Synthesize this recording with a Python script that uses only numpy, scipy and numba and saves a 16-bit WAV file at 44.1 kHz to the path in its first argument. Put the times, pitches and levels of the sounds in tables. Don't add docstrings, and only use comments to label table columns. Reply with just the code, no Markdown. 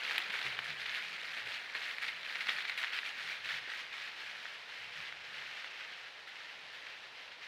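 import sys
import numpy as np
from scipy import signal
from scipy.fft import rfft, irfft
from scipy.io import wavfile
from scipy.ndimage import uniform_filter1d
from numba import njit

SR = 44100
rng = np.random.default_rng(int(sys.argv[2]) if len(sys.argv) > 2 else 0)


def to_wav(s):
    ch = np.atleast_2d(s).T
    pcm = np.round(np.clip(ch, -1, 1) * 32767)
    wavfile.write(sys.argv[1], SR, pcm.astype(np.int16))


N = 329427
T = np.arange(N) / SR


def undb(db):
    return 10 ** (np.asarray(db) / 20)


def unit(x):
    return x / np.sqrt(np.mean(x ** 2) + 1e-20)


def curves(table):
    s, *columns = np.transpose(table)
    return [np.interp(T, s, c) for c in columns]


def add(out, s, x):
    i = max(int(s * SR), 0)
    out[i:i + len(x)] += x[:max(N - i, 0)]


def band(x, lo_hz, hi_hz, order=2):
    sos = signal.butter(order, [lo_hz, min(hi_hz, SR / 2 - 1)], "band", fs=SR, output="sos")
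    return signal.sosfilt(sos, x)


def resonate(x, hz, q):
    return signal.lfilter(*signal.iirpeak(hz, q, fs=SR), x)


def colour(x, points, size=4096):
    hz, db = np.transpose(points)
    bins_hz = np.arange(size // 2 + 1) * SR / size
    gain = undb(np.interp(np.log(bins_hz + 1), np.log(hz), db))
    cepstrum = irfft(np.log(gain))
    cepstrum[1:size // 2] *= 2
    cepstrum[size // 2 + 1:] = 0
    response = irfft(np.exp(rfft(cepstrum)))
    return signal.fftconvolve(x, response)[:len(x)]


def walk(rate):
    k = max(int(SR / rate), 1)
    held = np.repeat(rng.standard_normal(N // k + 1), k)
    return np.sqrt(2) * uniform_filter1d(held, k)[:N]


def burst(decay_s, size=1024):
    x = rng.standard_normal(size) * np.exp(-np.arange(size) / SR / decay_s)
    return x / np.linalg.norm(x)


@njit
def ring(starts, poles, sizes, size):
    out = np.zeros(size)
    for k in range(len(starts)):
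        z = 1. + 0j
        i = starts[k]
        while i < size and z.real ** 2 + z.imag ** 2 > 1e-5:
            out[i] += sizes[k] * z.real
            z *= poles[k]
            i += 1
    return out


def crackle(rate, spread_db, cycles, snap):
    when, pitch, force, side = rng.random((int(rate * N / SR), 4)).T
    starts = (when * N).astype(np.int64)
    hz = 600 * 25 ** pitch
    sizes = np.sign(side - .5) * undb(-spread_db * np.log(force + .02))
    poles = np.exp((2j * np.pi - 1 / max(cycles, .5)) * hz / SR)
    rings = ring(starts, poles, sizes * hz, N)
    clicks = np.bincount(starts, sizes, N)
    return unit(unit(rings) + snap * unit(clicks))


def clumps(rate, decay_s, depth):
    kicks = (rng.random(N) < rate / SR) * rng.uniform(0.53, 1, N)
    dying = signal.lfilter([1], [1, -np.exp(-1 / (decay_s * SR))], kicks)
    return unit(1 + depth * dying)


# f/Hz, level/dB
AIR_TONE = [(25, -17), (60, -7), (120, -4), (250, -3.5), (480, 7.5), (900, 9.5), (2000, -0.5), (4000, 8),
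            (7000, -14.5), (15500, -31.5)]
AIR_DB = -57.5


def air():
    hush = unit(colour(rng.standard_normal(N), AIR_TONE))
    rumble = unit(band(rng.standard_normal(N), 98, 282)) * undb(1.0 * walk(6.8))
    return undb(AIR_DB) * hush + undb(-75.5 - 0.86 * T) * rumble


def trunks(x, wet_db, t60_s, dull_hz):
    t = T[:SR]
    tail = rng.standard_normal(SR) * undb(-60 * t / t60_s)
    tail *= 1 - np.exp(-t / 0.019)
    tail = unit(band(tail, 40, dull_hz, order=1)) / np.sqrt(SR)
    return x + undb(wet_db) * signal.fftconvolve(x, tail)[:N]


# t/s, length/s, pulse rate f/Hz, pitch slide as a share, level/dB, roughness 0-1,
# gain of the chest boom level/dB
GRUNTS = [(0.287, 0.019, 101, 0, -61, .2, -34), (0.446, .072, 66, -.03, -60, 0.15, -13),
          (.53, 0.16, 62.8, 0.18, -69, 0, -15), (0.689, 0.043, 74.6, -0.026, -60, 0.13, -15),
          (.745, 0.17, 66.1, -.2, -70, 0.2, -7), (1.03, 0.19, 83.5, -0.051, -75, 0, -28),
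          (1.415, 0.076, 57.8, -0.0035, -68, 0.15, -18), (2.139, 0.25, 81.1, -0.042, -80, 0.17, -26),
          (2.471, 0.14, 77.7, -.05, -76, 0.54, -20), (3.242, 0.058, 81, -.05, -70.5, .3, -29),
          (3.39, 0.085, 56.7, 0, -73, .3, -14), (3.504, .06, 68, -0.034, -66, 0.5, -12),
          (3.574, .06, 61, -.05, -71, .2, -12), (4.28, .031, 79, -.05, -78, 0.4, -22),
          (4.79, 0.15, 62.3, 0.085, -72, 0.2, -7), (4.955, 0.075, 75.7, 0.033, -66, 0.38, -8),
          (5.05, 0.22, 73.4, .1, -76, 0.1, -4), (5.28, 0.25, 70, -0.018, -73.5, 0.1, -14)]
THROAT_HARMONIC = 2.12


def grunts():
    out, t = np.zeros(N), T[:SR // 2]
    for s, length, rate_hz, glide, db, rough, chest_db in GRUNTS:
        throat_hz = THROAT_HARMONIC * rate_hz
        jitter, shimmer = rng.standard_normal((2, 64))
        slide = glide * (np.minimum(np.arange(64) / (length * rate_hz), 1) - .5)
        times = np.cumsum(1 - slide + 0.14 * rough * jitter) / rate_hz
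        times -= times[0]
        sizes = undb(9.3 * rough * shimmer - 11 * (times / length - .3) ** 2)
        inside = times < length
        pulses = np.zeros(len(t))
        pulses[(times[inside] * SR).astype(int)] = sizes[inside]
        chest = -undb(chest_db) * resonate(resonate(pulses, rate_hz, q=2.2), rate_hz, q=2.2)
        throat = resonate(resonate(pulses, throat_hz, q=1.8), throat_hz, q=1.8)
        throat += undb(-16.5) * resonate(pulses, 490, q=3.5)
        voice = band(throat + chest, 40, 560)
        add(out, s, undb(db) * voice / np.sqrt(np.sum(voice ** 2) / (length * SR)))
    return out


# t/s, peak level/dB, pitch f/Hz,
# sharp tick level/dB against that peak
SNAPS = [(0.1105, -22, 1880, -31), (0.1587, -24.5, 1880, -35), (0.1807, -20.5, 3200, -21),
         (0.181, -19, 2350, -22), (0.183, -24, 1980, -35), (0.3041, -28, 2220, -37),
         (0.3433, -33, 2310, -36), (0.3493, -30, 2430, -40), (0.3537, -28, 2130, -40),
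         (0.392, -26.5, 2130, -29), (0.4157, -28, 2670, -38), (0.4657, -26, 2260, -32),
         (0.4742, -32, 2330, -40), (0.5482, -32, 2330, -40), (0.5901, -23.5, 1780, -36),
         (0.5917, -31.5, 3060, -23), (0.7044, -27.5, 2170, -28), (0.8592, -29, 2290, -33),
         (0.8628, -31, 3550, -32), (0.895, -28, 3600, -40), (0.948, -28.0, 2700, -40),
         (0.9554, -36, 2260, -37), (1.0249, -31, 2480, -40), (1.3958, -34, 2330, -40),
         (1.751, -27, 1920, -40), (1.892, -34, 2590, -41), (1.9839, -26.5, 2130, -35),
         (2.0278, -29, 2330, -33), (2.0357, -26, 2000, -45), (2.0425, -27.5, 2060, -43),
         (2.0847, -29.5, 2260, -40), (2.3563, -23, 2400, -42), (2.3606, -28.5, 1910, -40),
         (2.4076, -29, 2360, -39), (2.4704, -25, 1910, -40), (2.492, -22.0, 2010, -40),
         (2.4944, -22.0, 3500, -40), (2.5067, -29, 2260, -40), (2.521, -33, 2140, -36),
         (2.5325, -31, 2030, -40), (2.5853, -24.0, 1880, -40), (2.6523, -23, 2070, -38),
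         (2.689, -32, 2800, -32), (2.697, -20, 2300, -39), (2.7196, -31, 2150, -39),
         (2.7775, -30, 2330, -25), (2.7807, -29, 1960, -40), (2.8315, -27, 2250, -40),
         (2.838, -22, 1920, -36), (2.8453, -20.5, 1970, -40), (2.881, -29, 2220, -40),
         (2.957, -33, 2460, -29), (2.9726, -30, 2300, -38), (2.9892, -22.5, 2390, -40),
         (3.0325, -28.5, 1890, -40), (3.4568, -30, 2070, -42), (4.4554, -32.0, 1900, -42),
         (4.9752, -31, 2420, -40), (5.0037, -31, 2280, -36), (5.1252, -30.5, 1910, -36),
         (5.4224, -31.0, 2050, -40), (5.6451, -28.5, 1830, -38), (6.8679, -33, 2460, -40)]
TWIG_RING_S = 0.00033
BITE_DB = -6
BITE_HZ = 6400
SPLINTER_S, SPLINTER_DB = 0.0023, -11
SPLINTER_GAP_S = 0.00196


def twigs():
    out, t = np.zeros(N), T[:1024]
    swing = t / TWIG_RING_S * np.exp(1 - t / TWIG_RING_S)
    for s, db, hz, tick_db in SNAPS:
        splinters = resonate(colour(burst(SPLINTER_S), LEAF_TONE), hz, q=0.49)
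        bite = np.exp(-t / 0.00076) * np.sin(2 * np.pi * np.sqrt(hz * BITE_HZ) * t)
        twig = swing * np.sin(2 * np.pi * hz * t)
        crack = band(twig + undb(BITE_DB) * bite, 644, 5200, order=5)
        tick = band(burst(0.0026), 7400, 15500, order=4)
        wait_s = SPLINTER_GAP_S * rng.random()
        add(out, s - TWIG_RING_S, undb(db) * crack / np.abs(crack).max())
        add(out, s + wait_s, undb(db + SPLINTER_DB) * splinters / np.abs(splinters).max())
        add(out, s, undb(db + tick_db) * tick / np.abs(tick).max())
    return out


# dull thud level/dB, fizz of torn grass level/dB
STEPS = [(0.112, -38.5, 0.02, -16, -32), (0.186, -38.5, 0.018, -13, -23), (0.297, -36.5, 0.012, -29, -32),
         (0.338, -38.5, 0.017, -12, -32), (0.447, -37.5, .025, -12, -32), (0.517, -42, .02, -10, -34),
         (0.587, -36, 0.01, -11.5, -35), (0.855, -39.5, 0.019, -22, -30), (0.942, -39, 0.064, -21, -27),
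         (1.366, -41.5, 0.043, -14.5, -30), (1.469, -46.5, 0.064, -13, -36), (1.749, -40, 0.028, -12, -32),
         (2.02, -39.5, 0.026, -19, -23), (2.081, -38, 0.023, -30, -29), (2.406, -37.5, 0.033, -36, -29),
         (2.484, -32, 0.025, -19, -35), (2.512, -42, .03, -26, -33), (2.584, -43, .024, -24, -30),
         (2.774, -40.5, 0.035, -23, -19), (2.816, -41, 0.025, -22, -28), (3.298, -46, 0.023, -11, -36),
         (3.489, -37.5, 0.031, -27, -32), (3.673, -45, .03, -8, -32), (4.198, -45, 0.019, -24, -32),
         (4.69, -48.5, .04, -20, -40), (5.799, -46.5, 0.031, -27, -34), (6.271, -47, 0.022, -18, -26),
         (6.49, -51.5, 0.045, -26, -32), (6.74, -50, 0.056, -24, -28), (7.314, -49, .02, -20, -34)]
STEP_ATTACK_S = .0012


def hooves():
    crush, press, tear, t = np.zeros(N), np.zeros(N), np.zeros(N), T[:SR // 4]
    for s, db, length, thud_db, fizz_db in STEPS:
        push = undb(db) * (1 - np.exp(-t / STEP_ATTACK_S)) * np.exp(-(t / length) ** 2)
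        add(crush, s, push)
        add(press, s, push * undb(thud_db))
        add(tear, s, push * undb(fizz_db))
    fractures = crackle(rate=4700, spread_db=-1.5, cycles=1.06, snap=1.0)
    crunch = unit(band(colour(fractures, LEAF_TONE), 810, 6100, order=1))
    thud = unit(band(rng.standard_normal(N), 285, 1380))
    fizz = unit(band(rng.standard_normal(N), 5400, 13000))
    return crush * crunch + press * thud + tear * fizz


# t/s, length/s before the release, level/dB
STRIDES = [(0.028, 0.13, -40), (0.313, 0.17, -41), (0.484, 0.057, -48), (0.632, 0.072, -43),
           (0.781, 0.039, -42), (0.86, 0.06, -43.5), (0.922, 0.06, -44), (1.01, 0.14, -45),
           (1.195, 0.21, -45.5), (1.452, .11, -41), (1.734, 0.19, -42.5), (2.005, 0.077, -41),
           (2.24, 0.2, -43.5), (2.452, 0.16, -40), (2.666, 0.034, -42), (2.766, 0.098, -40),
           (2.918, 0.064, -39), (3.037, 0.051, -39.5), (3.167, 0.15, -42), (3.295, 0.044, -42),
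           (3.433, 0.14, -40), (3.687, 0.12, -41.5), (3.916, 0.17, -44.5), (4.153, 0.17, -46),
           (4.34, 0.21, -48), (4.677, 0.18, -48), (4.914, 0.17, -45.5), (5.235, 0.088, -47.5),
           (5.329, 0.34, -44), (5.694, 0.23, -48), (5.96, 0.12, -51), (6.27, 0.035, -49.5),
           (6.342, 0.2, -50), (6.64, 0.06, -52), (6.71, 0.23, -49.5), (6.95, 0.12, -50), (7.142, 0.12, -51),
           (7.408, .055, -46.5)]
STRIDE_ATTACK_S, STRIDE_RELEASE_S = 0.014, 0.034
# t/s, level/dB
SHUFFLE = [(0, -39), (.6, -44.5), (1.7, -45.5), (2.7, -45), (3.8, -47), (5.2, -48.5), (7.4, -51)]


def stir():
    shuffle_db, = curves(SHUFFLE)
    power, t = undb(shuffle_db) ** 2, T[:SR]
    for s, length, db in STRIDES:
        rise = np.minimum(t / STRIDE_ATTACK_S, 1)
        sweep = rise * np.exp(-np.maximum(t - length, 0) / STRIDE_RELEASE_S)
        add(power, s, (undb(db) * sweep) ** 2)
    return np.sqrt(power)


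# f/Hz, level/dB
LEAF_TONE = [(150, -43.5), (230, -15), (350, -37.5), (560, -23.5), (1030, -13), (1350, -5), (1700, 1),
             (2150, 1.5), (3100, -4.5), (4300, -9.5), (5300, -19), (7000, -29), (9000, -39.5),
             (15500, -39.5)]
# f/Hz, level/dB
FAR_LEAF_TONE = [(150, -34), (350, -47), (560, -21), (1100, -12.5), (1400, -6), (1800, -0.5), (2250, -1),
                 (3000, -2.5), (4000, -8.5), (5200, -13.5), (7000, -25.5), (9000, -35.5), (15500, -40.5)]
LEAVE_S, LEAVING_S = 2.85, 2.8
# (near dB, far dB)
CRISP_DB, BLADE_DB = (2, -4), (-28.5, -35)
SOIL_DB, SOIL_FADE_DB_PER_S = -21, 1.9
EDGE_GROWTH, BLADE_GROWTH = 0.26, 0.13


def litter():
    force = stir()
    surge = force / uniform_filter1d(force, SR)
    far = np.clip((T - LEAVE_S) / LEAVING_S, 0, 1)
    crisp_db, blade_db = np.interp(far, [0, 1], CRISP_DB), np.interp(far, [0, 1], BLADE_DB)
    soil_db = SOIL_DB - SOIL_FADE_DB_PER_S * T
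    near_leaves = crackle(rate=2000, spread_db=-0.14, cycles=5.5, snap=1.0)
    near_leaves = near_leaves * clumps(rate=28, decay_s=0.014, depth=0.22)
    far_leaves = crackle(rate=6000, spread_db=0.8, cycles=2.9, snap=1.0)
    far_leaves = far_leaves * clumps(rate=39, decay_s=0.037, depth=0.18)
    leaves = np.sqrt(1 - far) * unit(colour(near_leaves, LEAF_TONE))
    leaves += np.sqrt(far) * unit(colour(far_leaves, FAR_LEAF_TONE))
    edge = signal.sosfiltfilt(signal.butter(2, 3200, "high", fs=SR, output="sos"), leaves)
    leaves = leaves - edge + edge * undb(crisp_db) * surge ** EDGE_GROWTH
    blades = unit(band(rng.standard_normal(N), 4800, 10800))
    blades = blades * clumps(rate=25, decay_s=0.015, depth=0.53) * surge ** BLADE_GROWTH
    soil = unit(band(rng.standard_normal(N), 374, 1070))
    soil = soil * clumps(rate=25, decay_s=0.0052, depth=1.3)
    return force * (undb(-2.05) * leaves + undb(blade_db) * blades + undb(soil_db) * soil)


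def scene():
    feet = trunks(litter() + hooves() + twigs(), wet_db=-15.0, t60_s=0.96, dull_hz=4530)
    voices = trunks(grunts(), wet_db=-27, t60_s=0.52, dull_hz=1500)
    return (feet + voices + air())[None]


TOP_HZ = 15750


def record(dry):
    return signal.sosfilt(signal.ellip(10, .2, 70, TOP_HZ, fs=SR, output="sos"), dry)


dry = scene()
out = record(dry)
to_wav(out)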